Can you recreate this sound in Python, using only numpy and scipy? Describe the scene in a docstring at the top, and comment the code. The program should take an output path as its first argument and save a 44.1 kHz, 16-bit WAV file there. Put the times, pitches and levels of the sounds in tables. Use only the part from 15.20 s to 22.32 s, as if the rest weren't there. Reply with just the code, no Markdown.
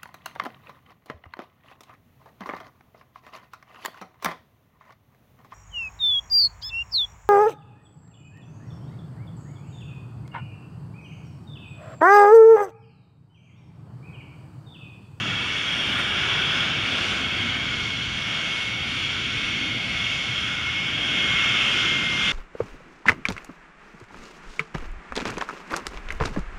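"""Fast trolley ride on a steel cable

A two-wheel trolley rolls fast along a steel cable, heard by a camera in a closed housing on the rider.
Wind rumbles on the microphone and steel on steel roars through the resonant housing: both are shaped noise.
Each wheel whines 19 times a turn, the two slightly apart so that they beat: both whines are sine waves.
More sine waves at multiples of the turn rate make the front wheel buzz once a turn."""
import sys
import numpy as np
from scipy import signal
from scipy.fft import rfft, irfft, next_fast_len
from scipy.io import wavfile
from scipy.ndimage import uniform_filter1d

SR = 44100
rng = np.random.default_rng(int(sys.argv[2]) if len(sys.argv) > 2 else 0)


def master(y):
    """Save y as 16-bit WAV."""
    cut = np.clip(np.atleast_2d(y).T, -1, 1)
    pcm = np.round(cut * 32767)  # scale
    wavfile.write(sys.argv[1], SR, pcm.astype(np.int16))


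N = 313989  # length in samples

BUMPS_PER_TURN = 19
# Loudness of the two whines, before their flutter.
# Each row: time in seconds, front whine in dB, rear whine in dB.
WHINE_LEVELS = [(0, -41, -40), (.2, -35.5, -36.5), (.55, -42, -45), (.75, -39, -40), (.95, -43, -47),
                (1.15, -34.5, -39), (1.4, -44, -34.5), (1.6, -35, -38), (1.85, -39, -36.5),
                (2.2, -35.5, -39), (2.8, -40.5, -41), (3.35, -34, -45), (3.6, -36.5, -46),
                (4.2, -34, -40.5), (4.8, -36.5, -34.5), (5.1, -36.5, -35.5), (5.55, -34.5, -39),
                (5.8, -35, -43), (6.02, -34.5, -44), (6.17, -29, -57), (6.35, -31, -48), (6.6, -33.5, -46),
                (6.85, -34, -42), (7.12, -37, -44)]
WHINE_FLUTTER_DB = 2


def undb(db):
    """Gain of a level in dB."""
    return 10 ** (np.asarray(db) / 20)


def curves(table):
    """Columns of a table, after the time column, as one value per sample."""
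    times, *columns = np.transpose(table)
    now = np.arange(N) / SR
    return [np.interp(now, times, column) for column in columns]


def walk(rate):
    """Smoothly wandering random curve, spread near 1, with about rate new values a second."""
    hold = int(SR / rate)
    steps = np.repeat(rng.standard_normal(N // hold + 1), hold)
    smooth = uniform_filter1d(uniform_filter1d(steps, hold), hold)
    return 1.69 * smooth[:N]  # smoothing shrinks the spread; this restores it


def colour(throb, points, rings, band_hz):
    """Spectrum and frequency axis of throbbing noise in the given colour, with unit level inside band_hz."""
    size = next_fast_len(N + SR // 10)
    hz = np.arange(1, size // 2 + 2) * SR / size
    point_hz, point_db = np.array(points).T
    db = np.interp(np.log(hz), np.log(point_hz), point_db)
    for ring_hz, width_hz, ring_db in rings:
        db = db + ring_db / (1 + (2 * (hz - ring_hz) / width_hz) ** 2)
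    noise = np.resize(throb, size) * rng.standard_normal(size)
    spec = rfft(noise) * undb(db)
    inside = (hz > band_hz[0]) & (hz < band_hz[1])
    return spec * size / np.sqrt(2 * np.sum(np.abs(spec[inside]) ** 2)), hz


def bands(spec, hz, centres, db_of):
    """Sum of overlapping noise bands, each following its own level curve db_of(centre)."""
    place = np.interp(np.log(hz), np.log(centres), np.arange(len(centres)))
    out = np.zeros(N)
    for k, centre in enumerate(centres):
        share = np.clip(1 - np.abs(place - k), 0, 1)  # neighbouring bands crossfade
        out += irfft(spec * share)[:N] * undb(db_of(centre))
    return out


def jolt_db():
    """One short jolt: a brief lift in dB for the noise below and above the main roar."""
    jolt_s, half_s, lift_db = .795, .014, 5
    return lift_db * np.exp(-((np.arange(N) / SR - jolt_s) / half_s) ** 2)


def wind():
    """Turbulence on the microphone port: a rumble with a weaker rush above."""
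    # How the wind rises and falls, before each band's flicker and the jolt.
    # Each row: time in seconds, rumble in dB, low rush in dB, high rush in dB.
    # Both rushes count from the rumble's mean level.
    wind_levels = [(0, -37, 2.5, -1), (.4, -39.5, -2.5, -1.5), (.75, -36.5, .5, 1), (.95, -34, 0, 4),
                   (1.4, -36.5, 1.5, 3.5), (2, -34, 0, 1), (2.8, -35, 0, -3), (3.3, -40, -3, -3),
                   (4, -35.5, -2.5, -2.5), (4.4, -36.5, 0.5, -2), (4.9, -37, -5, -2), (5.5, -35.5, -2, -3),
                   (5.9, -36.5, 1.5, 0.5), (7.12, -36, 1, 0.5)]
    # Colour of the wind. Each row: frequency in Hz, relative level in dB.
    wind_colour = [(12, -52), (20, -28), (45, -7.5), (114, 0.5), (288, -4.5), (460, -12.5), (750, -12.5),
                   (1100, -20), (2400, -58)]
    rumble_db, low_db, high_db = curves(wind_levels)
    spec, hz = colour(1., wind_colour, [], band_hz=(40, 330))

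    def db_of(centre):
        if centre < 150:
            level_db = rumble_db
        elif centre < 350:
            level_db = low_db + rumble_db.mean()
        else:
            level_db = high_db + rumble_db.mean() + jolt_db()
        return level_db + 1.34 * walk(3.95)
    return bands(spec, hz, 40 * 1.6 ** np.arange(8), db_of)


def roar(turns):
    """Rough steel contact, a little louder once a turn; each band drifts and flickers on its own."""
    # How the roar rises and falls, before the trim and the random drifts below.
    # Each row: time in seconds, level in dB, then low part, treble and top in dB against that level.
    roar_levels = [(0, -26.5, 0.5, -1.5, -2.5), (.5, -28.2, 1.5, 0, 3), (.8, -27.5, 2, -1.5, 2),
                   (1, -24, 1.5, -3, -2), (1.25, -26, 1, -2.5, -1), (1.6, -26, 0, -2.2, -2.5),
                   (1.85, -27.5, 0, 0, 2), (2.4, -29, 1.5, -.5, 0), (2.8, -30.5, -.3, 1.5, 0),
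                   (3.15, -28, -1, -.5, 0), (3.45, -31, -2, 1, 2.5), (4.1, -27.5, -2, -0.5, -.4),
                   (4.6, -30, -2, 1, 1.5), (5.05, -27, -2.5, -.5, 0), (5.4, -28.5, 0.5, -1, -.3),
                   (5.8, -25.5, -1, -2, -2), (6.2, -24, -0.5, -2, -1.5), (7.12, -24.5, -1.5, -0.6, -0.5)]
    # Colour of the roar inside the housing. Each row: frequency in Hz, relative level in dB per Hz.
    housing_colour = [(700, -26.5), (1000, -15.5), (1450, -4.5), (1850, -10), (2500, -6), (3300, 1),
                      (3600, -5), (3900, -18), (6000, -18.5), (7400, -30.5), (8000, -41.5), (10000, -38),
                      (12300, -49.5), (15000, -52)]
    # Narrow resonances and dips on top of it. Each row: centre in Hz, width in Hz, height in dB.
    housing_rings = [(2205, 190, 1.5), (2640, 200, 1.5), (3080, 130, -4.5), (3438, 94, -5), (3765, 120, -3),
                     (4670, 84, -3.5), (6230, 490, -3.5), (6860, 320, 2.5), (8770, 570, 8.5),
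                     (9500, 500, 1.5), (10000, 300, -4), (11400, 600, -2), (12500, 400, 0),
                     (13200, 500, -13)]
    # Two narrow bands that sink and return.
    # Each row: time in seconds, lower band in dB, upper band in dB.
    narrow_levels = [(0, -2, 3), (1, -1, 2), (1.8, 1.5, -4), (3, 2.5, -8), (4.6, 1.5, -5), (5.2, -2, 4.5),
                     (6, -2.5, 1), (7.12, -2, 3)]
    narrow_hz, narrow_width_hz = (4100, 5170), (950, 200)
    trim_db = -1.5

    main_db, low_db, treble_db, top_db = curves(roar_levels)
    narrow = curves(narrow_levels)
    throb = 1 + .07 * np.cos(2 * np.pi * turns)
    spec, hz = colour(throb, housing_colour, housing_rings, band_hz=(2400, 3800))
    # upper edge of each part in Hz, and its level against the main one
    parts = [(1950, low_db + jolt_db()), (3900, 0), (7800, treble_db), (SR, top_db + jolt_db())]
    shudder_db = .7 * walk(6)  # shared by all bands

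    def db_of(centre):
        part_db = next(db for edge_hz, db in parts if centre < edge_hz)
        narrow_db = sum(db * np.exp(-(2 * (centre - at) / width) ** 2)
                        for db, at, width in zip(narrow, narrow_hz, narrow_width_hz))
        drift_db = .7 * walk(2.5)
        flicker_db = 1.08 * walk(14)
        return main_db + trim_db + part_db + shudder_db + narrow_db + drift_db + flicker_db
    return bands(spec, hz, 1000 * 1.055 ** np.arange(51), db_of)


def whine(turns, db):
    """Steady bumps of a turning wheel heard as one tone, its phase wandering a little."""
    phase = 2 * np.pi * BUMPS_PER_TURN * turns + .45 * walk(11)
    return np.sqrt(2) * undb(db) * np.sin(phase)


def partial(turns, order, db):
    """One multiple of the turn rate; its phase and level wander as wheel and cable flex."""
    phase = 2 * np.pi * (order * turns + rng.random()) + .35 * walk(9)
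    return np.sqrt(2) * undb(db + 1.8 * walk(6)) * np.sin(phase)


def rear_wheel():
    """Rear whine, with weaker partials that rise and fall with it."""
    # Pitch of the rear whine. Each row: time in seconds, whine in Hz.
    rear_pitch = [(0, 2213), (.7, 2214), (1.4, 2206), (2.15, 2186), (2.6, 2183), (3.4, 2169), (3.8, 2173),
                  (3.95, 2168), (4.3, 2176), (4.5, 2172), (5.1, 2170), (5.75, 2170), (6.3, 2159),
                  (7.12, 2117)]
    # Other partials. Each row: multiple of the turn rate, level in dB against the whine.
    rear_partials = [(18, -15), (20, -12), (37, -21), (38, -23)]
    turns = np.cumsum(curves(rear_pitch)[0]) / SR / BUMPS_PER_TURN
    whine_db = curves(WHINE_LEVELS)[1] + WHINE_FLUTTER_DB * walk(7)
    out = whine(turns, whine_db)
    for order, db in rear_partials:
        out += partial(turns, order, db + whine_db)
    return out


def slipping():
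    """Extra turns per second as the front wheel slips: quick run-ups that settle again."""
    # Moments of slip. Each row: start in seconds, size of the run-up in turns per second.
    slip_moments = [(1.11, .9), (1.55, 1.8), (3.52, 2.0), (4.895, 3.1), (5.625, 2.8), (6.365, .9)]
    rise_s, settle_s = .012, .06
    start, extra = (column[:, None] for column in np.transpose(slip_moments))
    since = np.maximum(np.arange(N) / SR - start, 0)
    rise = np.minimum(since / rise_s, 1)
    settle = np.exp(-np.maximum(since - rise_s, 0) / settle_s)
    return (extra * rise * settle).sum(axis=0)


def whistle_db(partial_hz):
    """A narrow ring lifts a partial as it passes and leaves it weaker away from the ring."""
    ring_hz, width_hz, peak_db, skirt_db = 4490, 130, 3, -8
    near = 1 / (1 + (2 * (partial_hz - ring_hz) / width_hz) ** 2)
    return skirt_db + (peak_db - skirt_db) * near


def front_wheel():
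    """Front whine and the once-a-turn buzz, built from multiples of the turn rate; also the turns so far."""
    # Front wheel slowing with the ride, before slips. Each row: time in seconds, turns per second.
    front_speed = [(0, 118.13), (.6, 117.5), (.9, 116.98), (1.5, 116.5), (2, 116.25), (2.2, 116.25),
                   (2.5, 115.6), (2.9, 115.65), (3.5, 115.25), (3.7, 115.95), (4.9, 115.2), (5.1, 115.3),
                   (5.6, 114.5), (5.85, 114.55), (6.1, 113.62), (6.37, 113.68), (6.7, 112.25),
                   (6.9, 111.75), (7.12, 111.63)]
    # Partials of the buzz. Each row: multiple of the turn rate, level in dB before swells and the whistle.
    front_partials = [(1, -50.5), (10, -61), (11, -55), (12, -53), (13, -52), (14, -54), (15, -59),
                      (16, -53), (17, -56), (18, -47), (20, -45), (21, -50), (22, -48), (23, -50),
                      (24, -47), (25, -46), (26, -47), (27, -43), (28, -41), (29, -42), (30, -50),
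                      (31, -53), (32, -55), (33, -59), (35, -65), (38, -56), (39, -58), (42, -67),
                      (43, -68)]
    # Swells of the buzz.
    # Each row: time in seconds, change of all partials in dB, extra change of multiples 27 to 29 in dB.
    buzz_swells = [(0, -1, -5), (.6, 2, 2.5), (1.4, 0, -13), (2.3, 0, -3), (2.9, 0, -3.5), (3.3, 0.5, 0.5),
                   (3.7, 1, -2.5), (4.3, 2.5, -1.5), (4.8, 2, 0.5), (5.1, -2.5, -1), (5.7, 0, 2),
                   (6, 1.5, 4.5), (6.6, 1, 3.5), (6.9, -6, 2), (7.12, -5, 1)]
    rate = curves(front_speed)[0] + slipping()
    turns = np.cumsum(rate) / SR
    out = whine(turns, curves(WHINE_LEVELS)[0] + WHINE_FLUTTER_DB * walk(7))
    all_db, strong_db = curves(buzz_swells)
    for order, db in front_partials:
        level_db = db + all_db
        if order in (38, 39):
            level_db = level_db + whistle_db(order * rate)
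        if 27 <= order <= 29:
            level_db = level_db + strong_db
        out += partial(turns, order, level_db)
    return out, turns


def scene():
    """Wind, roar and both wheels, all on one microphone."""
    front, turns = front_wheel()
    return (wind() + roar(turns) + rear_wheel() + front)[None]


def record(dry):
    """The camera cuts the top: a steep low-pass at 15050 Hz."""
    top_cut = signal.ellip(12, .5, 60, 15050, fs=SR, output="sos")
    return signal.sosfilt(top_cut, dry)


dry = scene()
out = record(dry)
master(out)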